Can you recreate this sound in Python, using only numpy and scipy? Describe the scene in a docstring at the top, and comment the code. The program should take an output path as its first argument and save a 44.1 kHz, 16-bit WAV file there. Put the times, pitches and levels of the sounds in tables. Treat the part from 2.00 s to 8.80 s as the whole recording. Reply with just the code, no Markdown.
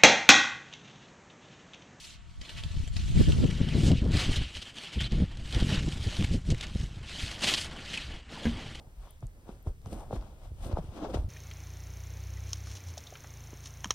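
"""A canvas seat cover rustles, scuffs and snaps as it is tugged onto a truck's back seat.
Its threads catch and slip, its stiff fibres tick, and its clips and seams click. A strap squeaks
as it sticks and slips, and near the end a hand knocks the seat, which rings briefly.
Behind this, the open doors let in a quiet street and a breeze that rumbles on the two
openings (ports) of a camera's microphone."""
import sys
import numpy as np
from scipy import signal
from scipy.fft import rfft, irfft
from scipy.io import wavfile

SR = 44100
rng = np.random.default_rng(int(sys.argv[2]) if len(sys.argv) > 2 else 0)


def wav_out(sig):
    """Save sig, one row per channel (or a flat mono array), as 16-bit PCM at SR to the path in sys.argv[1]."""
    wavfile.write(sys.argv[1], SR, np.round(np.clip(np.atleast_2d(sig).T, -1, 1) * 32767).astype(np.int16))


N = 299880
T = np.arange(N) / SR


def amp(db):
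    """Turns decibels into a number to multiply by."""
    return 10 ** (np.asarray(db) / 20)

def unit(x):
    """Scales a signal to an average strength (rms) of 1."""
    return x / np.sqrt(np.mean(x ** 2) + 1e-20)

def read(points, hz):
    """Looks up a table's value at any frequency, on a scale of octaves."""
    table_hz, value = np.transpose(points)
    return np.interp(np.log(hz + 1), np.log(table_hz + 1), value)

def follow(rows, t):
    """Looks up each column of a table at the times t."""
    times, *columns = np.transpose(rows)
    return [np.interp(t, times, column) for column in columns]

def add(mix, start, sound):
    """Mixes a sound in at a start time in seconds."""
    part = mix[max(round(start * SR), 0):][:len(sound)]
    part += sound[:len(part)]

def colour(x, points):
    """Gives x the tone (balance of low and high) in a table, at strength 1."""
    hz = np.fft.rfftfreq(len(x), 1 / SR)
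    return unit(irfft(rfft(x) * amp(read(points, hz)), len(x)))

def wander(rate_hz):
    """A smooth random wobble of strength 1, up to about rate_hz."""
    hz = np.fft.rfftfreq(N, 1 / SR)
    return unit(irfft(rfft(rng.standard_normal(N)) / (1 + (hz / rate_hz) ** 4), N))

def reshape(x, shape_db, size):
    """Changes the tone of a noise over time, by shape_db(hz, t), keeping its power."""
    hz, t, spectra = signal.stft(x, SR, nperseg=size, noverlap=size * 3 // 4)
    gain = amp(shape_db(hz[:, None], t))
    gain /= np.sqrt(np.mean(gain ** 2, axis=0))
    return signal.istft(spectra * gain, SR, nperseg=size, noverlap=size * 3 // 4)[1][:N]


# The tone of the street: (frequency [Hz], level [dB])
STREET_TONE = [(60, 6.5), (200, 12.5), (450, -3.5), (1200, -1), (3300, -7.5), (5000, -16), (8000, -10.5),
               (11000, -61)]

def street(level_db=-60.5):
    """The quiet street is a steady, soft noise."""
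    return amp(level_db) * colour(rng.standard_normal(N), STREET_TONE)


# The breeze on the microphone: (time [s], level [dB])
BREEZE = [(0, -61.5), (0.33, -49.5), (0.47, -60), (0.55, -44.5), (1.1, -31.5), (1.4, -24.5), (1.55, -33),
          (1.9, -26.5), (2.1, -30), (2.22, -33.5), (2.44, -34), (2.52, -52.5), (2.92, -69), (3.0, -33.5),
          (3.48, -41.5), (3.66, -31.5), (4.0, -35), (4.16, -40), (5.8, -48.5), (6.33, -52.5), (6.8, -45)]
# Gusts and sudden swirls: (start [s], level [dB], length [s])
GUSTS = [(0.375, -41.5, 0.044), (0.638, -36, 0.034), (0.743, -33.5, 0.09), (1.151, -21.5, 0.034),
         (1.195, -19, 0.024), (1.278, -22, 0.035), (1.421, -21.5, 0.033), (1.596, -25, 0.024),
         (1.75, -22.5, 0.042), (1.832, -26.5, 0.049), (1.889, -21, 0.055), (2.025, -26, 0.058),
         (2.136, -23.5, 0.04), (2.287, -24.5, 0.028), (2.374, -28.5, 0.05), (2.558, -42, 0.036),
         (2.959, -27, 0.025), (3.123, -26.5, 0.059), (3.19, -24, 0.053), (3.55, -26, 0.032),
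         (3.619, -20.5, 0.0096), (3.72, -32, 0.02), (3.867, -29.5, 0.028), (4.066, -26, 0.018),
         (4.19, -26, 0.059), (4.295, -27.5, 0.085), (4.482, -25, 0.062), (4.655, -37, 0.025),
         (4.754, -24.5, 0.0092), (4.788, -32.5, 0.071), (5.228, -35, 0.024), (6.053, -42.5, 0.13),
         (6.49, -37, 0.081)]
# The tone of a moderate gust: (frequency [Hz], level [dB])
GUST_TONE = [(10, -46), (28, -7.5), (60, 5.5), (110, -4.5), (180, -4), (320, -17.5), (550, -28.5),
             (900, -44.5), (2000, -55), (8000, -130)]
# How much higher or lower than usual that tone reaches: (time [s], shift [octaves])
GUST_SHIFT = [(1.0, -0.65), (1.45, 0.11), (2.1, 0.012), (2.4, -0.36), (3.5, 0.046)]

def buffet(flutter_db=3, lump_db=3, db_per_octave=22, moderate_db=-26):
    """Swirling air pushes unevenly on one port; faster air reaches higher frequencies."""
    flutter = flutter_db * np.tanh(wander(rate_hz=7))
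    power = amp(follow(BREEZE, T)[0] - 1 + flutter) ** 2
    for start, db, length in GUSTS:
        power += amp(db - 1) ** 2 * np.exp(-abs(2 * (T - start) / length - 1) ** 3)
    def shape_db(hz, t):
        gust_db = np.interp(t, T, 10 * np.log10(power))
        octaves = np.maximum(gust_db - moderate_db, -16) / db_per_octave
        return read(GUST_TONE, hz / 2 ** (octaves + follow(GUST_SHIFT, t)[0]))
    flow = reshape(rng.standard_normal(N), shape_db, size=1024) * amp(lump_db * wander(rate_hz=51))
    window = np.hanning(SR // 11)
    flow_power = abs(signal.fftconvolve(flow ** 2, window / window.sum(), "same"))
    flow /= np.sqrt(flow_power + 1e-12)  # evened out, so the gust alone sets the strength
    return flow * np.sqrt(power)


# The camera goes over to its left port: (time [s], share [0-1])
LEFT_PORT_SHARE = [(1.4, 0), (1.52, 0.61), (2.4, 0.98), (2.8, 0.98)]

def wind(right_db=-2, early_db=3):
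    """Each port meets its own swirls, stronger before the camera settles on the left one."""
    boost = amp(early_db * (2 - follow(LEFT_PORT_SHARE, T)[0]))
    return boost * np.array([buffet(), amp(right_db) * buffet()])


# How long the cab echoes: (frequency [Hz], time to fade by 60 dB [s])
CAB_FADE = [(100, 0.032), (1000, 0.082), (8000, 0.056)]

def cab_echo(x, bounces_per_s=3000):
    """Sound bounces around the padded cab and quickly dies away."""
    bounces = rng.standard_normal(SR // 4) * (rng.random(SR // 4) < bounces_per_s / SR)
    bounces[:100] = 0  # the gap before the first bounce
    hz, t, spectra = signal.stft(bounces, SR, nperseg=128)
    fade = amp(-60 * t / read(CAB_FADE, hz)[:, None])
    tail = signal.istft(spectra * fade, SR, nperseg=128)[1]
    return signal.fftconvolve(x, tail / np.linalg.norm(tail))[:N]


# How alike left and right sound: (frequency [Hz], likeness [0-1])
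PORT_LIKENESS = [(300, 0.53), (1300, 0.69), (2500, 0.94), (4200, 0.91), (6500, 0.44), (8000, 0.12)]

def ports(x):
    """Sound scatters in the cab, so the right port hears it differently from the left."""
    same = np.clip(read(PORT_LIKENESS, np.fft.rfftfreq(N, 1 / SR)), 0, 1)
    right = irfft(same * rfft(x) + np.sqrt(1 - same ** 2) * rfft(cab_echo(x)), N)
    return np.array([x, right])


# The notes the seat rings with: (frequency [Hz], level [dB], time to fade by 60 dB [s])
SEAT_NOTES = [(83, -4.5, 0.16), (170, -10, 0.27), (234.4, 4.5, 0.17), (311, -9, 0.048),
              (393.2, -5.5, 0.093), (477, -11.5, 0.13), (670, -23, 0.2), (1614, -0.5, 0.057),
              (1780, -6, 0.043)]
# Knocks on the frame, then the cushion: (time [s], level [dB], contact time [s])
KNOCKS = [(6.308, -46.5, 0.0011), (6.448, -41, 0.00078), (6.455, -26, 0.00046), (6.469, -22.5, 0.0021)]

def knocks(rattle_db=-6, rattle_s=0.0077):
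    """The knocked seat rings and its fittings rattle; a longer, softer contact sounds duller."""
    out, t = np.zeros(N), np.arange(SR // 3) / SR
    rattle_tone = [(100, -5), (500, -11), (2200, -2), (6000, -24), (15000, -54)]
    for start, db, contact in KNOCKS:
        ring = sum(amp(note_db - 60 * t / fade_s) * np.sin(2 * np.pi * hz * t)
                   / (1 + (hz * contact) ** 2) for hz, note_db, fade_s in SEAT_NOTES)
        rattle = colour(rng.standard_normal(len(t)), rattle_tone) * np.exp(-t / rattle_s)
        add(out, start, amp(db) * (ring + amp(rattle_db) * rattle / (1 + 1000 * contact)))
    return out


# Tight straps and cloth: (start [s], length [s], level [dB], first pitch [Hz], last pitch [Hz])
SQUEAKS = [(2.982, .058, -40.5, 3200, 3280), (3.034, .028, -42.5, 4000, 4050),
           (5.968, .018, -38, 2620, 2580), (6.344, .045, -56, 1030, 880), (6.398, 0.042, -49.5, 787, 474)]

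def squeaks(jitter=0.04, grab_db=5.5):
    """A strap sticks and slips at a gliding, shaky rate; its uneven grab makes it scratchy."""
    out = np.zeros(N)
    for start, length, db, first_hz, last_hz in SQUEAKS:
        n = int(length * SR)
        pitch = np.linspace(first_hz, last_hz, n) * (1 + jitter * wander(first_hz / 10)[:n])
        tone = np.sin(2 * np.pi * np.cumsum(pitch) / SR)
        grab = amp(grab_db * wander(first_hz / 10)[:n])
        add(out, start, amp(db) * unit(tone * grab * signal.windows.tukey(n, 0.6)))
    return out


# The tone of rubbing canvas: (frequency [Hz], level [dB])
CANVAS_TONE = [(100, -11.5), (180, 7.5), (400, -3.5), (680, -2.5), (1050, -7), (2000, -1), (2550, -0.5),
               (3080, 5.5), (3550, -0.5), (4200, 0), (5300, -4.5), (8200, -8), (10600, -17.5), (11800, -21),
               (13800, -28.5), (15400, -42)]

def canvas_colour(x, centre_hz, boost_db, octaves):
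    """Gives x the tone of canvas, with one ringing band standing out."""
    hz = np.geomspace(100, 16000, 160)
    hump = np.exp(-0.5 * (np.log2((hz + 1) / centre_hz) / octaves) ** 2)
    return colour(x, np.transpose([hz, read(CANVAS_TONE, hz) + boost_db * hump]))


# Snags of clips and stiff seams: (time [s], level [dB], ring [Hz])
CLICKS = [(0.636, -29, 3200), (0.8765, -35, 8000), (0.9663, -26.5, 4400), (0.9965, -35, 4200),
          (1.3209, -25.5, 2780), (1.4413, -32, 2900), (1.6874, -30, 2890), (1.916, -27.5, 3350),
          (2.5691, -28, 2920), (2.7841, -29, 2920), (3.1205, -33, 4200), (3.3715, -40, 4070),
          (3.5249, -28.5, 3760), (3.5465, -25.5, 3500), (3.8876, -32.5, 4260), (3.9235, -31, 2620),
          (4.1674, -30, 3300), (4.2094, -30, 2920), (4.2243, -27, 2760), (4.5027, -27, 6280),
          (4.5164, -34, 4160), (4.5461, -34, 2060), (5.3138, -29.5, 2870), (5.4434, -20, 2210),
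          (5.538, -19, 4200), (5.9747, -27, 2560)]

def clicks(level_db=-0.9, rise_s=0.0003, decay_s=0.0023):
    """A clip or seam gives way with a dry crack, coloured by its own brief ring."""
    out, t = np.zeros(N), np.arange(2048) / SR
    shape = (1 - np.exp(-t / rise_s)) * np.exp(-t / decay_s)
    for start, db, hz in CLICKS:
        crack = shape * canvas_colour(rng.standard_normal(len(t)), hz, boost_db=8, octaves=0.3)
        add(out, start, amp(db + level_db) * unit(crack) * np.sqrt(np.mean(shape ** 2)))
    return out


def threads(per_s, spread_db, hiss):
    """Threads catch and let go: tiny slips of uneven size over a smooth hiss."""
    size = amp(spread_db * np.minimum(rng.exponential(1, N), 4.5))
    slips = size * rng.choice([-1, 1], N) * (rng.random(N) < per_s / SR)
    return unit(unit(slips) + hiss * rng.standard_normal(N))


# Quick tugs of the cloth: (start [s], level [dB], length [s], ring [Hz])
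TUGS = [(0.412, -39.5, 0.007, 4540), (0.448, -44, 0.013, 2970), (0.489, -39.5, 0.017, 3000),
        (0.563, -42, 0.044, 2150), (1.502, -39, 0.013, 2100), (1.852, -37.5, 0.048, 6500),
        (2.356, -32, 0.02, 3200), (2.535, -40.5, 0.055, 3100), (2.613, -41, 0.022, 3550),
        (2.923, -41.5, 0.03, 3000), (2.999, -35.5, 0.027, 1950), (3.522, -43, 0.017, 3600),
        (3.597, -37.5, 0.015, 4100), (3.713, -37.5, 0.05, 2900), (4.239, -33, 0.012, 1780),
        (4.501, -41, 0.024, 5900), (4.609, -32.5, 0.0062, 3483), (4.624, -37.5, 0.023, 2280),
        (5.429, -25.5, 0.023, 3700), (5.466, -24.8, 0.038, 2700), (5.534, -26.3, 0.021, 4170),
        (5.569, -30, 0.021, 3000), (5.929, -34.5, 0.032, 2520), (6.747, -41.5, 0.011, 2120)]

def scuffs(rise_share=0.18):
    """Each tug is a dense burst of slipping threads that starts fast and runs out."""
    out = np.zeros(N)
    slips = threads(per_s=4600, spread_db=3, hiss=0.6)
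    for start, db, length, hz in TUGS:
        progress = np.arange(int(2 * length * SR)) / (length * SR)
        shape = (1 - np.exp(-progress / rise_share)) * np.exp(-progress ** 4)
        burst = canvas_colour(slips[int(start * SR):][:len(shape)], hz, boost_db=7, octaves=0.5)
        add(out, start, amp(db) * burst * shape[:len(burst)])
    return out


# Constant handling of the cover; crispness is its treble, fullness its lower tones:
# (time [s], level [dB], crispness [dB], fullness [dB])
HANDLING = [(0, -47, -7, -29.5), (0.13, -53, -5, -15), (0.18, -63.5, -22, -20), (0.39, -65.5, -9, -22),
            (0.43, -52.5, -14.5, -10), (0.9, -52, -9, -15), (1.3, -48, -5.5, -9), (1.75, -42.5, -21, -13.5),
            (2.06, -50.5, -13, 1), (2.43, -41.5, -27.5, -23.5), (2.53, -52, -17.5, -19.5),
            (2.73, -46.5, -18, -14), (3.36, -54, -20.5, -9.5), (3.6, -44.5, -6.5, -14),
            (4.2, -48.5, -15, -1.5), (4.42, -51.5, -8, -9), (5.0, -56, -15.5, -7), (5.4, -45, -16.5, 0),
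            (6.26, -48.5, -22.5, -11), (6.55, -44, -20.5, -4), (6.8, -49, -16, -9.5)]
# Pulls along the seat: (start [s], length [s], level [dB], crispness [dB], fullness [dB])
PULLS = [(0.977, 0.14, -50.5, -5, -21), (1.162, 0.16, -42.5, -12.5, -17.5), (1.755, 0.15, -44, -4, -23),
         (1.956, 0.039, -42, -25, -42), (2.141, 0.12, -31.5, -17, -14.5), (2.307, 0.064, -37, -11, -12.5),
         (2.821, 0.054, -41, -21, -20), (3.007, 0.074, -40, -27, -21), (3.107, 0.088, -47, -24.5, -21),
         (3.541, 0.083, -38, -19.5, -8), (3.702, 0.084, -34.5, -19, -12), (4.019, 0.24, -44, -13.5, -17),
         (4.315, 0.037, -45.5, -13, -43), (4.585, 0.11, -47, -16, -8), (4.752, 0.11, -49.5, -9.5, -13.5),
         (5.085, 0.27, -40.5, -15, -16), (5.43, 0.1, -30.5, -10.5, -11.5), (5.566, 0.082, -37.5, -9, -19),
         (5.842, 0.22, -43.5, -16.5, -17.5), (6.292, 0.22, -46, -11, -1)]
# The hands pause for a new grip: (start [s], length [s])
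PAUSES = [(0.883, 0.043), (2.71, 0.049), (3.076, 0.031), (4.379, 0.077), (5.551, 0.011), (6.199, 0.1)]

def cloth_motion(t, rise_s=0.026, fall_s=0.038, sag_db=-2, pause_db=-9.5):
    """Power, crispness and fullness of the moving cloth; the louder movement sets the tone."""
    db, crisp, full = follow(HANDLING, t)
    power = amp(db) ** 2
    for start, length, pull_db, pull_crisp, pull_full in PULLS:
        age = t - start
        grip = (1 + np.tanh(age / rise_s)) * (1 - np.tanh((age - length) / fall_s)) / 4
        pull = grip * amp(pull_db + sag_db * (2 * age / length - 1) ** 2) ** 2  # fastest midway
        power += pull
        crisp += (pull_crisp - crisp) * pull / power
        full += (pull_full - full) * pull / power
    for start, length in PAUSES:
        power *= amp(pause_db * np.exp(-(2 * (t - start) / length - 1) ** 4)) ** 2
    return power, crisp, full


def surges(per_s, spread_db, limit, decay_s):
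    """Creases or fibres give way at random: each makes a sharp surge that dies away."""
    size = amp(spread_db * np.minimum(rng.exponential(1, N), limit))
    kicks = size * (rng.random(N) < per_s / SR)
    return signal.lfilter([1], [1, -np.exp(-1 / (decay_s * SR))], kicks)


# The tone of snapping fibres: (frequency [Hz], level [dB])
FIBRE_TONE = [(1000, -6.5), (3500, 8), (7000, -4), (10500, -13), (15000, -23)]

def crackle(level_db=-10.5):
    """Stiff fibres snap as the canvas bends: dry little ticks that follow its motion."""
    snaps = surges(per_s=135, spread_db=2.5, limit=2, decay_s=0.0007) * rng.standard_normal(N)
    power, crisp, _ = cloth_motion(T[::20])
    strength = np.sqrt(power) * amp(np.minimum(crisp - crisp.mean(), 2))
    return amp(level_db) * colour(snaps, FIBRE_TONE) * np.interp(T, T[::20], strength)


def rustle(crinkle=0.2, patch_db=2, stretch_octaves=0.06, usual_crisp_db=-11, usual_full_db=-13):
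    """Sliding canvas: threads slip in clumps, and shifting folds change their tone."""
    def shape_db(hz, t):
        _, crisp, full = cloth_motion(t)
        blur = np.outer(np.hanning(13), np.hanning(11))
        patches = unit(signal.fftconvolve(rng.standard_normal((len(hz), len(t))), blur, "same"))
        highs_db = (crisp - usual_crisp_db) / (1 + (4800 / (hz + 1)) ** 5)
        lows_db = (full - usual_full_db) / (1 + (hz / 1800) ** 4)
        # the tone drifts as the cloth tightens and slackens
        stretch = 2 ** (stretch_octaves * np.interp(t, T, wander(rate_hz=7)))
        return read(CANVAS_TONE, hz / stretch) + highs_db + lows_db + patch_db * patches
    clumps = 0.5 + crinkle * unit(surges(per_s=120, spread_db=-7.5, limit=3, decay_s=0.011))
    slips = unit(threads(per_s=4000, spread_db=1, hiss=1) * clumps)
    power = np.interp(T, T[::20], cloth_motion(T[::20])[0])
    return reshape(slips, shape_db, size=512) * np.sqrt(power)


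def scene(echo_db=-16):
    """Cloth and seat in the cab, the quiet street, and wind on the microphone."""
    work = rustle() + crackle() + scuffs() + clicks() + knocks() + squeaks()
    echo = amp(echo_db) * cab_echo(work)
    return ports(work + echo + street()) + wind()


def record(dry):
    """Below the top treble the right side fades over to the left port; the very top is cut off."""
    blend_below_hz, cutoff_hz = 11300, 15500
    below = 1 / (1 + (np.fft.rfftfreq(N, 1 / SR) / blend_below_hz) ** 24)
    share = follow(LEFT_PORT_SHARE, T)[0]
    left, right = dry
    right = right + share * irfft(rfft(left - right) * below, N)
    lowpass = signal.firwin(511, cutoff_hz, window=("kaiser", 9), fs=SR)
    return signal.oaconvolve(np.array([left, right]), lowpass[None], "same", axes=1)


dry = scene()
out = record(dry)
wav_out(out)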